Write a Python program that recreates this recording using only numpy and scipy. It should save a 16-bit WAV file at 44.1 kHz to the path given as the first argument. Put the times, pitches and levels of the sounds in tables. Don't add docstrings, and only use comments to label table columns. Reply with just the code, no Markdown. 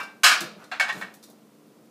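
import sys
import numpy as np
from scipy import signal
from scipy.fft import rfft, irfft
from scipy.io import wavfile
from scipy.ndimage import uniform_filter1d, minimum_filter1d

SR = 44100
rng = np.random.default_rng(int(sys.argv[2]) if len(sys.argv) > 2 else 0)


def wrap_up_sound(samples):
    columns = np.atleast_2d(samples).T
    tamed = np.clip(columns, -1, 1)
    steps = np.round(tamed * 32767).astype(np.int16)
    wavfile.write(sys.argv[1], SR, steps)


N = 83790
RING_SAMPLES = round(0.7 * SR)


def amp(db):
    return 10 ** (np.asarray(db) / 20)


def unit_rms(x):
    return x / np.sqrt(np.mean(x ** 2) + 1e-20)


def unit_energy(x):
    return x / np.linalg.norm(x)


def curve_at(points, hz):
    point_hz, value = np.transpose(points)
    return np.interp(np.log(hz + 1), np.log(point_hz + 1), value)


def add(mix, start_s, sound):
    part = mix[max(round(start_s * SR), 0):][:len(sound)]
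    part += sound[:len(part)]


def click(colour, tilt_db, ripple_db=0, size=4096):
    hz = abs(np.fft.fftfreq(size, 1 / SR))
    octaves = np.log2(np.maximum(hz, 150) / 2000)
    log_gain = np.log(amp(curve_at(colour, hz) + tilt_db * octaves + ripple_db))
    spectrum = np.exp(np.conj(signal.hilbert(log_gain)))
    return unit_energy(np.fft.ifft(spectrum).real[:size // 2])


def dense_modes(t60_s):
    t = np.arange(RING_SAMPLES) / SR
    return unit_energy(rng.standard_normal(len(t)) * amp(-60 * t / t60_s))


def ring(modes, rise_s):
    t = np.arange(RING_SAMPLES) / SR
    sines = sum(amp(db - 60 * t / t60_s) * np.sin(2 * np.pi * (hz * t + rng.random()))
                for hz, db, t60_s in modes)
    return unit_energy(sines * (1 - np.exp(-t / rise_s)))


def rib_ripple(step_hz=170, depth_db=7, low_hz=3400, size=4096):
    hz = abs(np.fft.fftfreq(size, 1 / SR))
    turns_hz = np.cumsum(rng.uniform(0.5, 2, size) * step_hz)
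    heights = (-1) ** np.arange(size) * rng.uniform(0.72, 1, size)
    return depth_db * np.interp(hz, turns_hz, heights) * (hz > low_hz)


def kitchen_tail(rise_s=0.005):
    # frequency_hz, t60_s
    decay = [(150, 0.3), (500, 0.49), (1500, 0.38), (4000, 0.42), (8000, 0.27), (15000, 0.23)]
    t = np.arange(RING_SAMPLES) / SR
    hz, frame_s, bands = signal.stft(rng.standard_normal(len(t)), SR, nperseg=256)
    fade = amp(-60 * frame_s / curve_at(decay, hz)[:, None])
    tail = signal.istft(bands * fade, SR, nperseg=256)[1][:len(t)]
    return unit_energy(tail * (1 - np.exp(-t / rise_s)))


def blows(contacts, colour, body_t60_s, room_db, direct_db, sheen=np.zeros(1)):
    out, body, ripple_db = np.zeros(N), dense_modes(body_t60_s), rib_ripple()
    add(body, 0, sheen)
    body[0] += amp(direct_db)
    for start_s, db, tilt_db, *_ in contacts:
        response = body + amp(room_db) * kitchen_tail()
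        add(out, start_s, amp(db) * signal.fftconvolve(click(colour, tilt_db, ripple_db), response))
    return out


def room_tone(waver_hz=8, waver_depth=0.3):
    # frequency_hz, level_db
    colour = [(18, -82.5), (30, -55), (90, -34), (140, -12), (187, -11.5), (219, 0), (263, -13), (299, -11),
              (443, -12), (479, -11.5), (897, -25), (970, -21), (1360, -25.5), (1590, -29.5), (15500, -38)]
    # pitch_hz, level_db
    hum = [(220.7, -71), (296.1, -64)]
    hz, t = np.fft.rfftfreq(N, 1 / SR), np.arange(N) / SR
    rush = irfft(rfft(rng.standard_normal(N)) * amp(curve_at(colour, hz)), N)
    out = amp(-55.5) * unit_rms(rush)
    for pitch_hz, db in hum:
        waver = unit_rms(irfft(rfft(rng.standard_normal(N)) * np.exp(-(hz / waver_hz) ** 2), N))
        tone = np.sin(2 * np.pi * (pitch_hz * t + rng.random()))
        out += amp(db) * unit_rms((1 + waver_depth * waver) * tone)
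    return out


def wire_knock():
    # frequency_hz, level_db
    colour = [(100, -30.5), (700, -6.5), (1300, 0.5), (1900, -9.5), (2700, -8.5), (3300, -19),
              (15000, -35.5)]
    # pitch_hz, level_db, t60_s
    wire_modes = [(1118, -7, 0.2), (1281, -6, 0.2), (1571, 0, 0.4), (2322, -2, 0.35), (2757, -4, 0.24),
                  (3586, -13, 0.22), (4843, -18, 0.27), (5391, -14, 0.26)]
    out = amp(-5) * blows([(0, 0, 0.00035)], colour, body_t60_s=0.15, room_db=-2.5, direct_db=-44)
    add(out, 0, amp(-2.5) * ring(wire_modes, rise_s=0.0027))
    return out


def plastic_ticks():
    # start_s, level_db, tilt_db_per_octave, snap_db
    touches = [(0.031, -10, -8, -26), (0.4071, 3.5, -6, -2), (0.6411, -14.5, -9, -17), (.926, -6, -9, -14),
               (1.1397, -14.5, 0.5, -10), (1.228, -16.5, -5.5, -13), (1.237, -13, -3, -7.5),
               (1.3008, -20, 0, -9)]
    # frequency_hz, level_db
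    colour = [(40, -63.5), (300, -25.5), (1500, -14), (3100, -11.5), (3800, -1), (6000, -0.5), (9000, -2.5),
              (12500, -2.5), (15500, -3.5)]
    out = blows(touches, colour, body_t60_s=0.07, room_db=-2, direct_db=-12, sheen=amp(-5) * shimmer())
    for start_s, db, _, snap_db in touches:
        snap = signal.fftconvolve(click(colour, 0), dense_modes(t60_s=0.006))
        add(out, start_s, amp(db + snap_db) * snap)
    return amp(-10.5) * out


def shimmer(count=32, low_hz=7000, top_hz=15200, t60_s=0.16):
    spread = (np.arange(count) + rng.random(count)) / count
    pitches_hz = low_hz + spread * (top_hz - low_hz)
    return ring([(hz, 0, t60_s) for hz in pitches_hz], rise_s=0.00084)


def basket_bang():
    # start_s, level_db, tilt_db_per_octave
    contacts = [(0.2342, -2.5, 1), (0.2387, 1.5, -0.5), (0.2479, -6.5, -2), (0.264, -6.5, 1.5),
                (.273, -10.5, -2.5), (0.292, -13.5, 0.5), (.313, -7, -2.5), (.332, -16.5, -2.5)]
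    # frequency_hz, level_db
    colour = [(40, -63), (100, -57.5), (240, -30), (450, -29.5), (720, -16.5), (900, -17.5), (1210, -4),
              (1700, -3.5), (1970, -13), (2300, -5), (3700, -13.5), (4050, -12), (5600, -13), (6300, -17),
              (9000, -21.5), (15000, -35)]
    # pitch_hz, level_db, t60_s
    rack_modes = [(569, -18, 0.22), (721, -7, 0.22), (1052, -5, 0.3), (1250, 0.5, 0.28), (1437, -7, 0.33),
                  (1641, -5, 0.33), (1686, 2, 0.3), (1799, -8, 0.33), (2221, -4, 0.33), (2760, -6, 0.28),
                  (2927, -5, 0.25), (3082, -5, 0.22), (3309, -2, 0.23), (3930, -7, 0.28), (4113, -2, 0.28),
                  (4753, -9, .22), (4867, -8, .22), (5062, -6, 0.21), (5380, -7, 0.26), (6578, -12, .2),
                  (6706, -9, 0.2), (7327, -14, .2), (8014, -9, 0.19), (8048, -9, 0.26), (9289, -13, 0.2),
                  (11180, -11, 0.17), (13036, -15, 0.17), (13507, -16, .15), (13927, -18, .15)]
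    out = amp(15.5) * blows(contacts, colour, body_t60_s=0.23, room_db=-3, direct_db=-17.5,
                            sheen=amp(-5.5) * shimmer())
    hardest_s = contacts[1][0]
    add(out, hardest_s, amp(20) * ring(rack_modes, rise_s=0.0028))
    return out


def door_thumps():
    # start_s, level_db, tilt_db_per_octave
    pushes = [(.41, -6.5, -5), (.428, 2.5, -0.5), (.52, -8, -5.5), (0.564, -5, -1.5), (0.945, -2.5, -1),
              (0.961, -1, -1.5), (1.03, -6.5, -3), (1.285, -12.5, 3)]
    # frequency_hz, level_db
    colour = [(40, -49), (80, -28), (140, -10), (185, 1), (260, -12), (350, -6), (600, -6.5), (1200, -24),
              (4000, -48)]
    # pitch_hz, level_db, t60_s
    panel_modes = [(189.5, -9, 0.23), (343, -7, 0.21), (637, -10.5, 0.15)]
    out = amp(-12.5) * blows(pushes, colour, body_t60_s=0.11, room_db=-2, direct_db=-14.5)
    add(out, pushes[0][0], amp(-6.5) * ring(panel_modes, rise_s=0.0091))
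    return out


def basket_scuffs(slips_per_s=1500):
    # start_s, length_s, level_db, tilt_db_per_octave
    slides = [(0.564, 0.079, -37, -5), (0.913, 0.13, -36, 1)]
    # frequency_hz, level_db
    colour = [(40, -70), (200, -23), (600, -2), (1500, 11), (4000, -4.5), (7000, -1.5), (12000, -5.5),
              (15500, -8)]
    out = np.zeros(N)
    for start_s, length_s, db, tilt_db in slides:
        slips = rng.standard_normal(N) * (rng.random(N) < slips_per_s / SR)
        swell = np.sqrt(np.hanning(round(length_s * SR)))
        response = dense_modes(t60_s=0.13) + amp(-2.5) * kitchen_tail()
        one_slip = signal.fftconvolve(click(colour, tilt_db), response)
        add(out, start_s, amp(db) * signal.fftconvolve(swell * slips[:len(swell)], one_slip))
    return out


def side_wall_knock(start_s=0.715, t60_s=0.14):
    # frequency_hz, level_db
    colour = [(100, -47), (450, -15.5), (745, -5), (1000, -7), (1400, -1.5), (2700, -9.5), (3000, -14),
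              (3400, -11.5), (4400, -16.5), (4800, -20), (7400, -28), (15000, -47)]
    # pitch_hz, level_db
    wall_modes = [(573, -12), (675, -9), (743, 0), (1323, 0), (1572, 0), (1642, -4), (2441, -6), (2669, -5),
                  (2755, -5), (3377, -10), (4071, -7), (4397, -9), (7250, -23)]
    out = amp(-6.5) * blows([(start_s, 0, 0)], colour, body_t60_s=t60_s, room_db=1, direct_db=-23,
                            sheen=amp(-8) * shimmer())
    add(out, start_s, amp(-2) * ring([(hz, db, t60_s) for hz, db in wall_modes], rise_s=0.0069))
    return out


def lift_knocks(tine_t60_s=0.12):
    # start_s, level_db, tilt_db_per_octave, basket_db, tines_db
    knocks = [(0.7977, -3.5, 1.5, 5, -27), (.808, -6, 0, -10, -12), (.829, -13, -3, -18, -8),
              (0.882, -15.5, 0, -20, -11), (0.8891, -12, -1, -5.5, -3), (0.8949, -13.5, -1.5, -23, 6),
              (1.012, -16, -1, -2.5, -2), (1.021, -18.5, -5.5, -9.5, -2)]
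    # frequency_hz, level_db
    colour = [(59, -68), (100, -47), (162, -29), (497, -25), (742, -7.5), (977, -12), (1590, -4.5),
              (1880, 0), (2040, -17.5), (2220, -7), (2370, -8.5), (4460, -21), (5070, -21), (7410, -26),
              (15500, -45.5)]
    # pitch_hz, level_db, t60_s
    basket_modes = [(674, -17, 0.2), (722, -10, .14), (757, -7, 0.16), (807, -8, 0.14), (1328, -14, 0.17),
                    (1448, -11, .22), (1571, 2, 0.18), (1770, -5, 0.2), (1811, -5, 0.2), (2227, 0, 0.21),
                    (2677, -8, 0.15), (3101, -10, 0.14), (4083, -16, 0.18), (4395, -10, 0.14),
                    (7380, -15, 0.15)]
    # pitch_hz, level_db
    tine_modes = [(851, -12), (1077, -3), (1642, -6), (1846, -4), (1895, -2), (2275, -6), (2700, -7),
                  (3510, -9), (4011, -14)]
    out = amp(9) * blows(knocks, colour, body_t60_s=0.12, room_db=-5, direct_db=-18.5,
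                         sheen=amp(-14) * shimmer())
    basket = ring(basket_modes, rise_s=0.00078)
    tines = ring([(hz, db, tine_t60_s) for hz, db in tine_modes], rise_s=0.00073)
    for start_s, db, _, basket_db, tines_db in knocks:
        add(out, start_s, amp(8.5 + db) * (amp(basket_db) * basket + amp(tines_db) * tines))
    return out


def scene():
    impacts = wire_knock() + basket_bang() + side_wall_knock() + lift_knocks()
    return (impacts + plastic_ticks() + basket_scuffs() + door_thumps() + room_tone())[None]


def record(dry, ceiling_db=-2.8, low_cut_hz=42, high_cut_hz=15300):
    gain = np.minimum(1, amp(ceiling_db) / (abs(dry) + 1e-9))
    smooth_gain = uniform_filter1d(minimum_filter1d(gain, size=121), size=121)
    low_cut = signal.butter(2, low_cut_hz, "high", fs=SR, output="sos")
    high_cut = signal.firwin(511, high_cut_hz, window=("kaiser", 9), fs=SR)
    held = signal.sosfilt(low_cut, dry * smooth_gain)
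    return signal.oaconvolve(held, high_cut[None], "same")


dry = scene()
out = record(dry)
wrap_up_sound(out)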